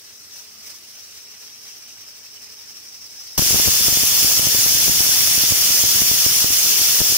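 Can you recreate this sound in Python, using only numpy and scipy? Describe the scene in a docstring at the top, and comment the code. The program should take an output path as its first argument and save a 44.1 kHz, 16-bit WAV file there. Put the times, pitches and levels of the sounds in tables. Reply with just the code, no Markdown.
"""A thin, spurting hiss that jumps to a loud, steady jet: a pressure cooker, heard from just above its lid.
Steam seeps from under the rocking weight valve and sputters through water at the seat; then the weight
lifts and the jet blows out through the resonances of valve and lid. The blast buffets the two
microphone ports, which pop one at a time. A small kitchen reflects the hiss; the stove rumbles faintly."""
import sys
import numpy as np
from scipy import signal
from scipy.fft import rfft, irfft
from scipy.io import wavfile
from scipy.ndimage import uniform_filter1d

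SR = 44100
rng = np.random.default_rng(int(sys.argv[2]) if len(sys.argv) > 2 else 0)


def unload_wav(signal):
    """Save mono or channel-first audio to the path in sys.argv[1] as 16-bit WAV at rate SR, clipped to [-1, 1]."""
    wavfile.write(
        sys.argv[1],
        SR,
        np.round(np.clip(np.atleast_2d(signal).T, -1, 1) * 32767).astype(np.int16),
    )


N = 316197
T = np.arange(N) / SR
HZ = np.fft.rfftfreq(N, 1 / SR)
LIFT_S = 3.3768  # the weight leaves its seat
TOP_HZ = 15760


def gain_of(db):
    """Decibels to amplitude."""
    return 10 ** (np.asarray(db) / 20)


def unit_rms(x):
    """Scales to rms 1."""
    return x / np.sqrt(np.mean(x ** 2) + 1e-20)


def curve(points):
    """An EQ curve in dB: joins rows (f/Hz, level/dB) on a log-frequency axis."""
    hz, db = np.transpose(points)
    return np.interp(np.log(HZ + 1), np.log(hz + 1), db)


def bells(rings):
    """Resonances as a bell EQ in dB, from rows (f/Hz, width/Hz, gain/dB)."""
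    return sum(db / (1 + (2 * (HZ - hz) / width) ** 2) for hz, width, db in rings)


def noise(colour_db):
    """Noise of rms 1 with the given spectrum."""
    return unit_rms(irfft(rfft(rng.standard_normal(N)) * gain_of(colour_db), N))


def wander(rate_hz, hop=64):
    """Random modulation of rms 1, from about 2 Hz up to the given rate."""
    t = T[::hop]
    hz = np.fft.rfftfreq(len(t), hop / SR) + 1e-3
    rolloff = np.sqrt((1 + (hz / rate_hz) ** 4) * (1 + (2 / hz) ** 4))
    slow = irfft(rfft(rng.standard_normal(len(t))) / rolloff, len(t))
    return np.interp(T, t, unit_rms(slow))


def bump(s, half_length_s):
    """A smooth rise to 1 at time s, and back."""
    return np.exp(-((T - s) / half_length_s) ** 2)


def opening(rise_s=0.001):
    """The gap under the weight: 0 seated, 1 lifted."""
    return np.clip((T - LIFT_S) / rise_s + .5, 0, 1)


def stove(level_db=-61., stereo_width=0.3):
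    """A bed of faint low rumble, nearly alike at both ports."""
    # colour of the rumble: f/Hz, level/dB
    colour = [(20, -5), (50, -6), (88, 0), (170, -5), (230, 0), (400, 0), (700, -6.5), (1500, -6),
              (5000, -36)]
    # resonances of the stove: f/Hz, width/Hz, gain/dB
    rings = [(89, 28, 9.5), (124, 15, 6.1), (215.6, 16, 10), (420, 9.1, 11)]
    mid, side = (noise(curve(colour) + bells(rings)) for _ in range(2))
    return gain_of(level_db) * (mid + stereo_width * side * np.array([[1], [-1]]))


def draught(gusts, level_db=-37.5, slacken_db=6.5, slacken_s=3.5, swirl_db=-18.5, swirl_s=0.017):
    """Lumpy wind, unrelated at the two ports: it slackens as the jet blows on and swirls at each gust."""
    # colour of the wind: f/Hz, level/dB
    colour = [(20, -16), (45, -18), (90, 4), (160, -3), (300, -6.5), (600, -11.5), (1200, -25), (3000, -57)]
    wind = np.array([unit_rms(noise(curve(colour)) * gain_of(3.5 * wander(39))) for _ in range(2)])
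    between_db = level_db - slacken_db * (np.maximum(T - LIFT_S, 0) / slacken_s) ** 4
    power = np.tile(gain_of(between_db) ** 2, (2, 1))
    for s, db, port in gusts:
        power[int(port > 0)] += gain_of(db + swirl_db) ** 2 * bump(s, swirl_s)
    return wind * np.sqrt(power) * opening()


def weak_gusts(level_db=-20.5, spread_db=3.0, thinning=1.4, count=22):
    """Small gusts hit either port at random, more rarely as the jet blows on: t/s, level/dB, port."""
    jitter, size, side = rng.random((count, 3)).T
    times = LIFT_S + (T[-1] - LIFT_S) * ((np.arange(count) + jitter) / count) ** thinning
    return list(zip(times, level_db + spread_db * (2 * size - 1), np.sign(side - .5)))


def first_gust(level_db=-14.0, hz=950, half_length_s=0.0018, delay_s=0.00344):
    """The first puff from under the weight rattles the left port for a few cycles."""
    hit_s = LIFT_S + delay_s
    rattle = bump(hit_s, half_length_s) * np.sin(2 * np.pi * hz * (T - hit_s))
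    return gain_of(level_db) * rattle * np.array([[1], [0]])


def pops(gusts, boost_db=3.5, build_s=0.0027, release_s=0.0019, snap_s=0.000094, lead=0.51, soften=0.58):
    """Pressure builds at a port, snaps to the other sign and leaks away; weak gusts turn more softly."""
    t = np.arange(-SR // 40, SR // 40) / SR
    strongest_db = max(db for _, db, _ in gusts)
    out = np.zeros((2, N))
    for (s, db, port), sign in zip(gusts, rng.choice([-1, 1], len(gusts))):
        snapped = .5 + .5 * np.tanh(t / snap_s * gain_of(soften * (db - strongest_db)))
        build = lead * (1 - snapped) * np.exp(-abs(t) / build_s)
        release = snapped * np.exp(-abs(t) / release_s)
        slot = out[int(port > 0), round((s + t[0]) * SR):][:len(t)]
        slot += sign * gain_of(db + boost_db) * (release - build)[:len(slot)]
    return out


def room_envelope(strength, early_s=0.003, t60_s=0.4, tail_share=0.17):
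    """Envelope of the reflected sound: quick echoes from lid and wall, then the tail of the room."""
    t = T[:SR // 2]
    early, tail = np.exp(-t / early_s), gain_of(-60 * t / t60_s) ** 2
    decay = (1 - tail_share) * early / early.sum() + tail_share * tail / tail.sum()
    power = signal.fftconvolve(strength ** 2, decay)
    return np.sqrt(abs(power[:N]))


def eddies(hiss, shake_db, band_db, flicker_db, rate_hz, bands=9):
    """Turbulence shakes the hiss and broad bands of it; a fine random narrow-band flicker adds grain."""
    hz, frame_s, spectra = signal.stft(hiss, SR, nperseg=256)
    band_position = np.minimum(hz / TOP_HZ, 1) * (bands - 1)
    band_weights = np.maximum(1 - abs(band_position[:, None] - np.arange(bands)), 0)
    shake = np.array([np.interp(frame_s, T, wander(rate_hz)) for _ in range(bands + 1)])
    flicker = unit_rms(uniform_filter1d(rng.standard_normal(spectra.shape[1:]), size=14, axis=1))
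    spectra *= gain_of(shake_db * shake[0] + band_db * band_weights @ shake[1:] + flicker_db * flicker)
    return unit_rms(signal.istft(spectra, SR, nperseg=256)[1][:, :N])


def steam(colour_db, strength, shake_db, band_db, flicker_db, rate_hz, lag_s=.000081, ripple_db=3.0):
    """Hiss in the room: the direct sound hits the right port first; each port has its own echoes."""
    # the kitchen's reflected sound against the direct: f/Hz, level/dB
    kitchen_wet = [(300, 4.5), (2500, 1), (4000, 4.5), (5500, 6), (8500, 5.5), (11500, -2.5), (14500, 11)]
    # balance of the ports, left minus right: f/Hz, level/dB
    port_balance = [(500, 1.3), (3000, -0.5), (5300, -0.2), (6500, 0.5), (8000, -0.8), (11500, 1.2),
                    (13200, 1.5), (14500, 3), (15600, 7.5)]
    # standing waves ripple the spectrum differently at each port
    ripples = [unit_rms(uniform_filter1d(rng.standard_normal(len(HZ)), size=400)) for _ in range(2)]
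    paths = np.array([noise(colour_db)] + [noise(colour_db + ripple_db * ripple) for ripple in ripples])
    paths = eddies(paths, shake_db, band_db, flicker_db, rate_hz)
    direct = rfft(paths[0] * strength) * np.exp(-2j * np.pi * HZ * np.array([[lag_s], [0]]))
    echoes = rfft(paths[1:] * room_envelope(strength))
    wet = gain_of(curve(kitchen_wet))
    balance = gain_of(curve(port_balance) * np.array([[.5], [-.5]]))
    return irfft((direct + wet * echoes) / np.sqrt(1 + wet ** 2) * balance, N)


def sputter(level_db=-55.5, centre_hz=2750, width_hz=1300, wet_s=0.77, dry_s=2.94, fade_s=0.2):
    """Water gathers at the seat and breaks part of the leak into brief, lower chirps, until blown away."""
    colour_db = -20 * np.log10(1 + (2 * (HZ - centre_hz) / width_hz) ** 2)
    wetness = (1 + np.tanh((T - wet_s) / fade_s)) / 2 * (1 - np.tanh((T - dry_s) / fade_s)) / 2
    strength = gain_of(level_db) * wetness * (1 - opening())
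    return steam(colour_db, strength, shake_db=2.0, band_db=2.8, flicker_db=3.5, rate_hz=33)


def rocking(start_s=1.74, rate_hz=11.55, depth_db=2):
    """Tremolo in dB: near lifting pressure the weight rocks, then steadies as it starts to float."""
    progress = np.clip((T - start_s) / (LIFT_S - start_s), 0, 1)
    return depth_db * np.sin(np.pi * progress) * np.cos(2 * np.pi * rate_hz * (T - start_s))


def leak(seep_db=-41, swell_db=3.5, swell_s=0.37, hollow_hz=5500, hollow_width_hz=1500):
    """A thin hiss seeps past the seated weight, swelling as it tips or rocks and just before it lifts."""
    # spurts as the weight tips: t/s, rise/dB, half length/s
    spurts = [(0.376, 5, 0.057), (0.683, 6, 0.064), (0.97, 2, 0.076), (1.16, 3.5, 0.025),
              (1.446, 3.3, 0.025), (1.675, 3.8, 0.034), (1.771, 2, 0.019)]
    # colour of the leak, peaking where the hollow of the weight rings: f/Hz, level/dB
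    colour = [(500, -22), (1200, -20.5), (2800, -14.5), (3900, -14.5), (4700, -11), (5250, -2.5),
              (5750, -1.5), (6600, -13), (9000, -17), (12200, -22), (14000, -14), (15700, -17.5)]
    seated_s = np.minimum(T, LIFT_S)
    spurts_db = sum(db * bump(s, half_length) for s, db, half_length in spurts)
    swell = np.exp((seated_s - LIFT_S) / swell_s)
    strength = gain_of(seep_db + swell_db * swell + spurts_db + rocking()) * (1 - opening())
    colour_db = curve(colour) - 10 * np.log10(1 + (350 / (HZ + 1)) ** 4)  # low cut at 350 Hz
    hiss = steam(colour_db, strength, shake_db=0.67, band_db=.5, flicker_db=2.0, rate_hz=31)
    ring = irfft(rfft(hiss) * np.exp(-(2 * (HZ - hollow_hz) / hollow_width_hz) ** 2), N)
    ring_db = -1.1 + 1.3 * seated_s  # the hollow rings harder as the pressure builds
    return hiss + ring * (gain_of(ring_db) - 1)


def jet(level_db=-13, surge_db=2.5, surge_s=0.18, dip_s=6.47, dip_db=-2.5):
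    """The weight lifts: a turbulent jet surges, settles and holds."""
    # colour of the open jet: f/Hz, level/dB
    colour = [(100, -23), (1300, -18), (2200, -13.5), (3000, -8.5), (3500, -7.5), (4000, -10), (5150, -1.5),
              (5750, -0.5), (6600, -4), (7400, -9), (11500, -8), (13200, -11), (14600, -3), (15700, -8)]
    # narrow resonances of valve and lid: f/Hz, width/Hz, gain/dB
    rings = [(4335, 70, 2), (5150, 50, 2.5), (5515, 35, 1.8), (5761, 45, 2), (6196, 35, 2.2),
             (6323, 35, 4.5), (6653, 35, 2.5), (6985, 40, 3.5), (7074, 45, 2.5)]
    surge = np.exp(-np.maximum(T - LIFT_S, 0) / surge_s)
    dip = bump(dip_s, half_length_s=0.035)  # the hiss dips briefly just after one strong microphone pop
    strength = gain_of(level_db + surge_db * surge + dip_db * dip) * opening()
    colour_db = curve(colour) + bells(rings)
    hiss = steam(colour_db, strength, shake_db=0.4, band_db=0.22, flicker_db=1.52, rate_hz=20)
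    notch_db = bells([(3850, 150, -5.0)])
    return irfft(rfft(hiss) * gain_of(notch_db), N)


def scene():
    """Steam in the kitchen, over the stove, with its blast on the microphone."""
    # strong gusts on the microphone: t/s, relative level/dB, port (-1 left, 1 right)
    strong_gusts = [(3.382, -11, -1), (3.394, -8.5, -1), (3.422, -10.5, -1), (3.5082, -14.5, -1),
                    (3.5453, -10.5, -1), (3.5596, -12.5, 1), (3.5989, -11.5, -1), (3.6759, -12.5, -1),
                    (3.6836, -11.5, -1), (3.884, -10, -1), (3.9724, -14, 1), (4.2474, -17, 1),
                    (4.3953, -15, 1), (4.4715, -13.5, 1), (4.663, -16.5, 1), (4.8811, -14, -1),
                    (4.897, -13.5, 1), (5.006, -14, 1), (5.4375, -16.5, 1), (5.523, -12, 1),
                    (5.8392, -14.5, 1), (6.0202, -13.5, -1), (6.1147, -14, 1), (6.2641, -14, 1),
                    (6.4446, -12.5, 1), (7.0059, -12.9, -1), (7.016, -11, -1)]
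    cooker = leak() + sputter() + jet() + stove()
    gusts = strong_gusts + weak_gusts()
    return cooker + draught(gusts) + first_gust() + pops(gusts)


def record(dry, duck=0.95, threshold=.08, recover_s=0.083, low_cut_hz=45):
    """Microphone chain: low cut, gain control that dips after each low thump, soft clip, band limit."""
    heard = signal.sosfilt(signal.butter(1, low_cut_hz, "high", fs=SR, output="sos"), dry)
    thumps = abs(signal.sosfilt(signal.butter(2, 500, fs=SR, output="sos"), heard)).max(0)
    # peak follower: instant attack, exponential release
    held = np.exp(np.maximum.accumulate(np.log(thumps + 1e-9) + T / recover_s) - T / recover_s)
    ducked = heard / (1 + duck * uniform_filter1d(np.maximum(held - threshold, 0), size=90))
    clipped = ducked / (1 + ducked ** 6) ** (1 / 6)
    band_limit = signal.firwin(1023, TOP_HZ, window=("kaiser", 8), fs=SR)
    return signal.oaconvolve(clipped, band_limit[None], "same")


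dry = scene()
out = record(dry)
unload_wav(out)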